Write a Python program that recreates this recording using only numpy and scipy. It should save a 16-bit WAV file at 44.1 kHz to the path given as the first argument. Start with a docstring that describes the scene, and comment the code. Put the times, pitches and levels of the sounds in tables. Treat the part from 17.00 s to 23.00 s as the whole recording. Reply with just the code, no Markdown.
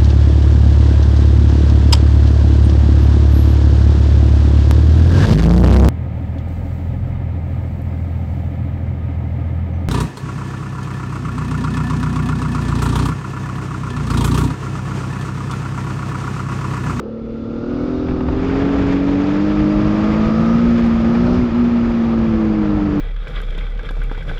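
"""A motorcycle engine, heard from on board in a long bend: revs climb, the throttle blinks shut, revs sink.
The exhaust drones in orders (multiples of the engine cycle rate) that swell as they cross pipe resonances.
Meshing gears whine, and valve and combustion noise excites the metal cases into a rasp.
Turbulent wind buffets the microphone harder as the speed builds, with dull slaps; a few faint ticks sound."""
import sys
import numpy as np
from scipy import signal
from scipy.io import wavfile

SR = 44100
rng = np.random.default_rng(int(sys.argv[2]) if len(sys.argv) > 2 else 0)


def output_pcm(signal):
    """Save a mono or channel-first signal as 16-bit PCM at the path in sys.argv[1].

    Samples are clipped to [-1, 1] before scaling.
    """
    pcm = np.clip(np.atleast_2d(signal).T, -1, 1) * 32767
    wavfile.write(sys.argv[1], SR, np.round(pcm).astype(np.int16))


N = 264600
TIME = np.arange(N) / SR
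CRUISE_LOAD_DB = -19

# response of pipe and silencer: frequency_hz, gain_db
PIPE_RESPONSE = [(70, -4), (120, -25), (180, -5.5), (235, 2.5), (300, 1.5), (350, -9), (410, -23),
                 (470, -10), (620, -18.5), (720, -25), (1000, -32), (1270, -25), (1550, -36.5), (2400, -51)]
# eddies breaking on the microphone housing: start_s, relative_level_db
AIR_SLAPS = [(1.085, -14.5), (1.11, -17.5), (1.162, -23), (1.206, -16), (1.285, -14), (1.327, -16.5),
             (1.62, -19), (1.925, -20), (2.088, -16), (2.806, -22), (3.794, -17), (3.865, -21.5),
             (4.153, -12), (4.269, -25), (4.376, -17)]


def from_db(db):
    """Amplitude ratio of a level in decibels."""
    return 10 ** (np.asarray(db) / 20)


def unit_rms(x):
    """Normalisation to unit power."""
    return x / np.sqrt(np.mean(x ** 2) + 1e-20)


def in_time(rows):
    """Linear interpolation of each column of a time curve at every sample."""
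    times, *columns = np.transpose(rows)
    return [np.interp(TIME, times, column) for column in columns]


def at_hz(spectrum, hz):
    """Interpolation of a spectrum, in dB, on a log-frequency axis."""
    knots, db = np.transpose(spectrum)
    return np.interp(np.log(hz), np.log(knots), db)


def swell(centre_s, half_s):
    """Gaussian pulse of height 1."""
    return np.exp(-((TIME - centre_s) / half_s) ** 2)


def struck(events, rise_s, decay_s):
    """Transient envelope: a quick rise and an exponential decay at each event."""
    envelope = np.zeros(N)
    for start_s, db in events:
        age = np.maximum(TIME - start_s + rise_s, 0)
        envelope += from_db(db) * (1 - np.exp(-(age / rise_s) ** 2)) * np.exp(-age / decay_s)
    return envelope


def drift(rate_hz):
    """Random modulation: noise of unit power, low-passed at rate_hz."""
    pole = np.exp(-40 * np.pi * rate_hz / SR)
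    white = rng.standard_normal(N // 20 + 4002)   # one value every 20 samples
    slow = signal.lfilter([1], [1, -2 * pole, pole * pole], white)[4000:]
    return np.interp(np.arange(N) / 20, np.arange(len(slow)), unit_rms(slow))


def bandpass(x, low_hz, high_hz):
    """Band limiting with a flat passband."""
    return signal.sosfilt(signal.butter(3, [low_hz, high_hz], "band", fs=SR, output="sos"), x)


def resonate(x, hz, width_hz):
    """Two-pole resonator with unit peak gain."""
    r = np.exp(-np.pi * width_hz / SR)
    poles = [1, -2 * r * np.cos(2 * np.pi * hz / SR), r * r]
    return signal.lfilter(np.array([1, 0, -1]) * (1 - r * r) / 2, poles, x)


def response(hz, peak_hz, q):
    """Steady-state gain of a resonator driven at hz, 1 at its peak."""
    return 1 / np.hypot(1, q * (hz / peak_hz - peak_hz / hz))


def partial(cycles, order, rough, scatter_rad=2 * np.pi):
    """One engine order at a random phase; uneven firings modulate its amplitude and phase."""
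    angle = 2 * np.pi * order * cycles + scatter_rad * rng.standard_normal()
    return np.sqrt(2) * ((1 + rough * drift(17)) * np.sin(angle) + rough * drift(41) * np.cos(angle))


def turbulence(spectrum, flicker_db, flicker_hz):
    """Turbulent noise of unit power: half-octave bands whose levels fluctuate independently."""
    edges_hz = 14 * 2 ** np.arange(0, 10.1, .5)
    noise, white = 0, rng.standard_normal((2, N))
    for k, (low, high) in enumerate(zip(edges_hz, edges_hz[1:])):
        band_db = at_hz(spectrum, np.sqrt(low * high)) + flicker_db * drift(flicker_hz)
        if spectrum[0][0] < high and low < spectrum[-1][0]:
            noise += from_db(band_db) * bandpass(white[k % 2], low, high)
    return unit_rms(noise)


def ticks(gain_db):
    """Fast-decaying bursts of treble noise are heard as faint ticks."""
    # bright ticks: start_s, relative_level_db
    events = [(2.6773, -52), (2.8549, -53), (3.148, -56), (3.4126, -48.5), (3.428, -51), (3.5444, -56),
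              (3.8664, -48), (4.1654, -52), (4.2687, -50)]
    crackle = unit_rms(bandpass(rng.standard_normal(N), 7300, 11000))
    return from_db(gain_db) * struck(events, rise_s=.0003, decay_s=.0015) * crackle


def slaps(gain_db):
    """Pressure transients: each eddy that breaks on the housing gives a short dull crack."""
    # spectrum of a slap: frequency_hz, relative_density_db
    spectrum = [(400, 5.5), (900, 11), (1400, 3.5), (2500, -9), (4000, -14.5), (6000, -42), (9000, -42.5)]
    envelope = struck(AIR_SLAPS, rise_s=.0012, decay_s=.007)
    return from_db(gain_db) * envelope * turbulence(spectrum, flicker_db=0, flicker_hz=8)


def wind():
    """Turbulent pressure buffets the microphone; rush and hiss flutter together and swell at each slap."""
    # base wind levels, growing with road speed: time_s, buffet_db, rush_db, hiss_db
    levels = [(0, -46, -40.5, -67), (.25, -33.5, -50, -57), (.9, -29, -42.5, -47.5),
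              (1.25, -22, -36.5, -49), (1.45, -23.5, -27.5, -37), (1.62, -23.5, -26.5, -37.5),
              (1.75, -22, -25.5, -37), (1.9, -24.5, -28.5, -35.5), (2.0, -22, -30, -38.5),
              (2.3, -25, -27.5, -36), (2.75, -25.5, -30, -39), (3.05, -23, -26, -35.5),
              (3.55, -26, -29.5, -38.5), (3.8, -23, -29, -36), (4.3, -23, -28, -40), (4.8, -24.5, -29, -40),
              (6, -21.5, -29.5, -42.5)]
    # low, middle and high wind spectra: frequency_hz, relative_density_db
    buffet_spectrum = [(15, -12), (28, -4), (45, 2), (90, -0.5), (140, -2.5), (250, -8.5), (400, -18),
                       (700, -32), (1200, -34)]
    rush_spectrum = [(200, 5), (350, 8.5), (520, 4), (750, 1.5), (1000, -2), (1300, 0.5), (1700, -14),
                     (2600, -21)]
    hiss_spectrum = [(1000, 0), (1800, 5.5), (2600, -0.5), (3800, -10.5), (5000, -12), (6000, -19.5),
                     (7000, -12), (8200, -37), (10000, -49.5)]
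    # large eddies thumping on the microphone: time_s
    thump_times = [1.1, 1.35, 1.6, 1.8, 1.88, 2.62, 2.77, 2.87, 3.11, 3.27, 3.42, 3.55, 3.7, 3.87, 4.08,
                   4.27, 4.4, 5.2]
    buffet_db, rush_db, hiss_db = in_time(levels)
    eddies = drift(45)
    gusts_db = 4 * sum(swell(s, half_s=.019) for s, _ in AIR_SLAPS)
    thumps_db = 4.5 * sum(swell(s, half_s=.04) for s in thump_times)
    buffet = turbulence(buffet_spectrum, flicker_db=.64, flicker_hz=9.2)
    rush = turbulence(rush_spectrum, flicker_db=.96, flicker_hz=8)
    hiss = turbulence(hiss_spectrum, flicker_db=1.4, flicker_hz=110)
    return (from_db(buffet_db + thumps_db) * buffet
            + from_db(rush_db + .39 * gusts_db + .82 * eddies) * rush
            + from_db(hiss_db + .61 * gusts_db + .97 * eddies) * hiss)


def ringing(hz, width_hz, level_db):
    """Forced vibration: the engine's random shaking keeps one metal resonance sounding."""
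    once = resonate(rng.standard_normal(N), hz, width_hz)
    return from_db(level_db) * unit_rms(resonate(once, hz, width_hz))


def valve_rasp(cycles, level_db):
    """Modal excitation: valve and combustion noise rings the cases in three bursts per cycle."""
    # modes of the engine cases: frequency_hz, width_hz, gain_db
    modes = [(1347, 75, 4), (2130, 180, -14), (2730, 310, -8), (3800, 130, -15.5), (4120, 350, -13),
             (4700, 500, -15), (5700, 300, -19.5), (6240, 290, -25)]
    bursts = rng.standard_normal(N) * from_db(2.2 * np.cos(2 * np.pi * 3 * cycles))
    rung = sum(from_db(db) * resonate(bursts, hz, width) for hz, width, db in modes)
    return from_db(level_db) * unit_rms(bandpass(rung, 950, 5200))


def tooth_whistles(cycles, cycle_hz, gain_db):
    """Sharp resonance: each high gear overtone sings briefly as it sweeps through its peak."""
    # overtones of the gear teeth: order -> resonance_hz, cruise_peak_db
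    tones = {54: (2225, -53), 69: (2600, -58), 87: (4700, -56.5), 88: (3730, -61), 92: (3472, -54.5),
             94.5: (4870, -59), 100: (5730, -64)}
    whistles = sum(from_db(db) * response(order * cycle_hz, hz, q=70) * partial(cycles, order, rough=.55)
                   for order, (hz, db) in tones.items())
    return from_db(gain_db) * whistles


def gear_whine(cycles, cycle_hz, pull_db):
    """Tooth-mesh tones drive case resonances; most grow louder under load."""
    # mesh tone and neighbours: order -> resonance_hz, q, cruise_peak_db, db_per_load_db
    tones = {21: (1175, 8, -42, 1.1), 21.7: (1250, 12, -35, 1.3), 22: (1275, 12, -44, .4),
             23: (1275, 8, -41.5, 1.4), 26: (1315, 14, -48, -.4), 36: (1390, 7, -49, .4)}
    whine, walls = 0, 2   # each wall filters the tone once
    for order, (hz, q, db, load_slope) in tones.items():
        gain = from_db(db + load_slope * pull_db) * response(order * cycle_hz, hz, q) ** walls
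        whine += gain * partial(cycles, order, rough=.3)
    return whine


def exhaust_snarl(cycles, cycle_hz, drive_db):
    """Steep fronts of the exhaust pulses carry high, ragged harmonics, filtered by the pipe."""
    return sum(from_db(drive_db + at_hz(PIPE_RESPONSE, k * cycle_hz)) * partial(cycles, k, rough=.45)
               for k in range(16, 40))


def exhaust_drone(cycles, cycle_hz, load_db, bark_db):
    """Source and filter: harmonics of the engine cycle swell as they cross the pipe's resonances."""
    # strong orders: order -> list of (resonance_hz, q, relative_peak_db, db_per_load_db)
    resonances = {2: [(113, 7.4, -34, 1)], 3: [(111.4, 8, -41.5, 0), (178.5, 15, -29.5, 3)],
                  4: [(194, 5, -30.5, 1.7), (228, 3.5, -14.5, 0.06)], 6: [(238.6, 2.7, -25.5, 0.26),
                  (284.3, 7.6, -19, -0.15), (305.5, 11.9, -20.5, 0.93), (324.8, 8.1, -32, -1),
                  (367, 9.1, -27.5, 1.03)], 9: [(354.4, 8, -32, 0.85), (401.3, 5.8, -26.5, 0),
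                  (480, 7, -39.5, -0.4), (511, 6.2, -36, 1.4)], 12: [(448, 4, -32.5, 0.36),
                  (610, 3.3, -36.5, 1.76)]}
    # gain common to the strong orders: time_s, gain_db
    drone_curve = [(0, -1.5), (.12, 0.5), (1.35, 0), (1.7, .5), (3.3, -1.5), (3.74, 2.5), (3.95, -0.5),
                   (4.35, 1), (4.62, 3), (4.85, -0.5), (5.3, -0.5), (6, 0)]
    # weaker orders that fill in: order -> relative_level_db
    weak_orders = {2: -6, 3: 0.37, 5: -16.5, 7: -8.5, 8: -10, 10: -6.5, 11: -7, 13: -6.5, 14: -10.5, 15:
                   -5.5}
    first_upper, chambers = 10, 3   # low orders chug nearly in phase, upper ones scatter
    low_scatter_rad, upper_scatter_rad = .7, 2.5
    steady, ragged = .08, .35   # modulation depths
    pull_db = load_db - CRUISE_LOAD_DB
    drone_gain = from_db(in_time(drone_curve)[0])
    drone = 0
    for order, peaks in resonances.items():
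        gain = sum(from_db(db + load_slope * pull_db) * response(order * cycle_hz, hz, q) ** chambers
                   for hz, q, db, load_slope in peaks)
        rough, scatter = (steady, low_scatter_rad) if order < first_upper else (ragged, upper_scatter_rad)
        drone += drone_gain * gain * partial(cycles, order, rough, scatter)
    for order, db in weak_orders.items():
        lift_db, scatter = (0, low_scatter_rad) if order < first_upper else (bark_db, upper_scatter_rad)
        level_db = load_db + db + at_hz(PIPE_RESPONSE, order * cycle_hz) + lift_db
        drone += from_db(level_db) * partial(cycles, order, ragged, scatter)
    return drone


def scene():
    """Superposition of engine and wind at one microphone; all orders follow one crank phase."""
    # engine speed: time_s, cycle_rate_hz
    speed_curve = [(0.0, 34.3), (0.12, 37.6), (0.42, 37.8), (0.6, 38.8), (0.87, 42.0), (1.02, 42.7),
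                   (1.26, 42.1), (1.64, 46.5), (1.9, 46.1), (2.22, 47.8), (2.46, 51.0), (2.72, 51.1),
                   (2.9, 52.0), (3.33, 54.9), (3.63, 58.9), (4.03, 56.9), (4.36, 61.3), (4.8, 58.6),
                   (5.0, 57.9), (5.22, 56.6), (5.7, 51.5), (6.0, 48.8)]
    # engine load and lift of the weak upper exhaust orders: time_s, load_db, bark_db
    load_curve = [(0, -30.5, 12), (.15, -36.5, 16), (.4, -29.5, 5.5), (.8, -19, 0), (1.4, -20.5, -3),
                  (2, -20, 1.5), (2.5, -19, -2.5), (3, -16.5, -1.5), (3.5, -17.5, 1.5), (3.9, -25, 1.5),
                  (4.35, -17.5, 5.5), (4.5, -28.5, 1), (4.7, -26.5, 0), (5.3, -27, 4), (5.7, -27, 1),
                  (6, -25, -10.5)]
    shut_s, shut_db, sag_share = 4.51, -8.5, .065   # the throttle blinks shut and the revs sag
    throttle = from_db(shut_db * swell(shut_s, half_s=.034))
    cycle_hz = in_time(speed_curve)[0] * (1 - sag_share * swell(shut_s, half_s=.04))
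    load_db, bark_db = in_time(load_curve)
    pull_db = load_db - CRUISE_LOAD_DB
    rev_octaves = np.log2(cycle_hz / cycle_hz.mean())
    cycles = np.cumsum(cycle_hz * (1 + .0016 * drift(12))) / SR   # the crank never turns quite evenly
    exhaust = exhaust_drone(cycles, cycle_hz, load_db, bark_db)
    exhaust += exhaust_snarl(cycles, cycle_hz, drive_db=load_db - 6.5)
    gears = gear_whine(cycles, cycle_hz, pull_db)
    gears += tooth_whistles(cycles, cycle_hz, gain_db=1.2 * pull_db)
    valves = valve_rasp(cycles, level_db=-35.5 + .5 * load_db + 11 * rev_octaves)
    cases = ringing(hz=3520, width_hz=380, level_db=-59.5 + .8 * pull_db)
    cases += ringing(hz=1253, width_hz=130, level_db=-48 + .26 * pull_db + 6 * rev_octaves)
    sizzle = ringing(hz=5150, width_hz=1300, level_db=-59 + .96 * pull_db + 17 * rev_octaves)
    air = wind() + slaps(gain_db=-7.5)
    return (throttle * exhaust + gears + valves + cases + sizzle + air + ticks(gain_db=-4))[None]


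def record(dry):
    """Soft saturation rounds the loudest peaks, and a steep low-pass removes the top treble."""
    ceiling, stopband_hz = .75, 12400
    rounded = dry / (1 + (dry / ceiling) ** 6) ** (1 / 6)
    return signal.sosfilt(signal.cheby2(12, 70, stopband_hz, fs=SR, output="sos"), rounded)


dry = scene()
out = record(dry)
output_pcm(out)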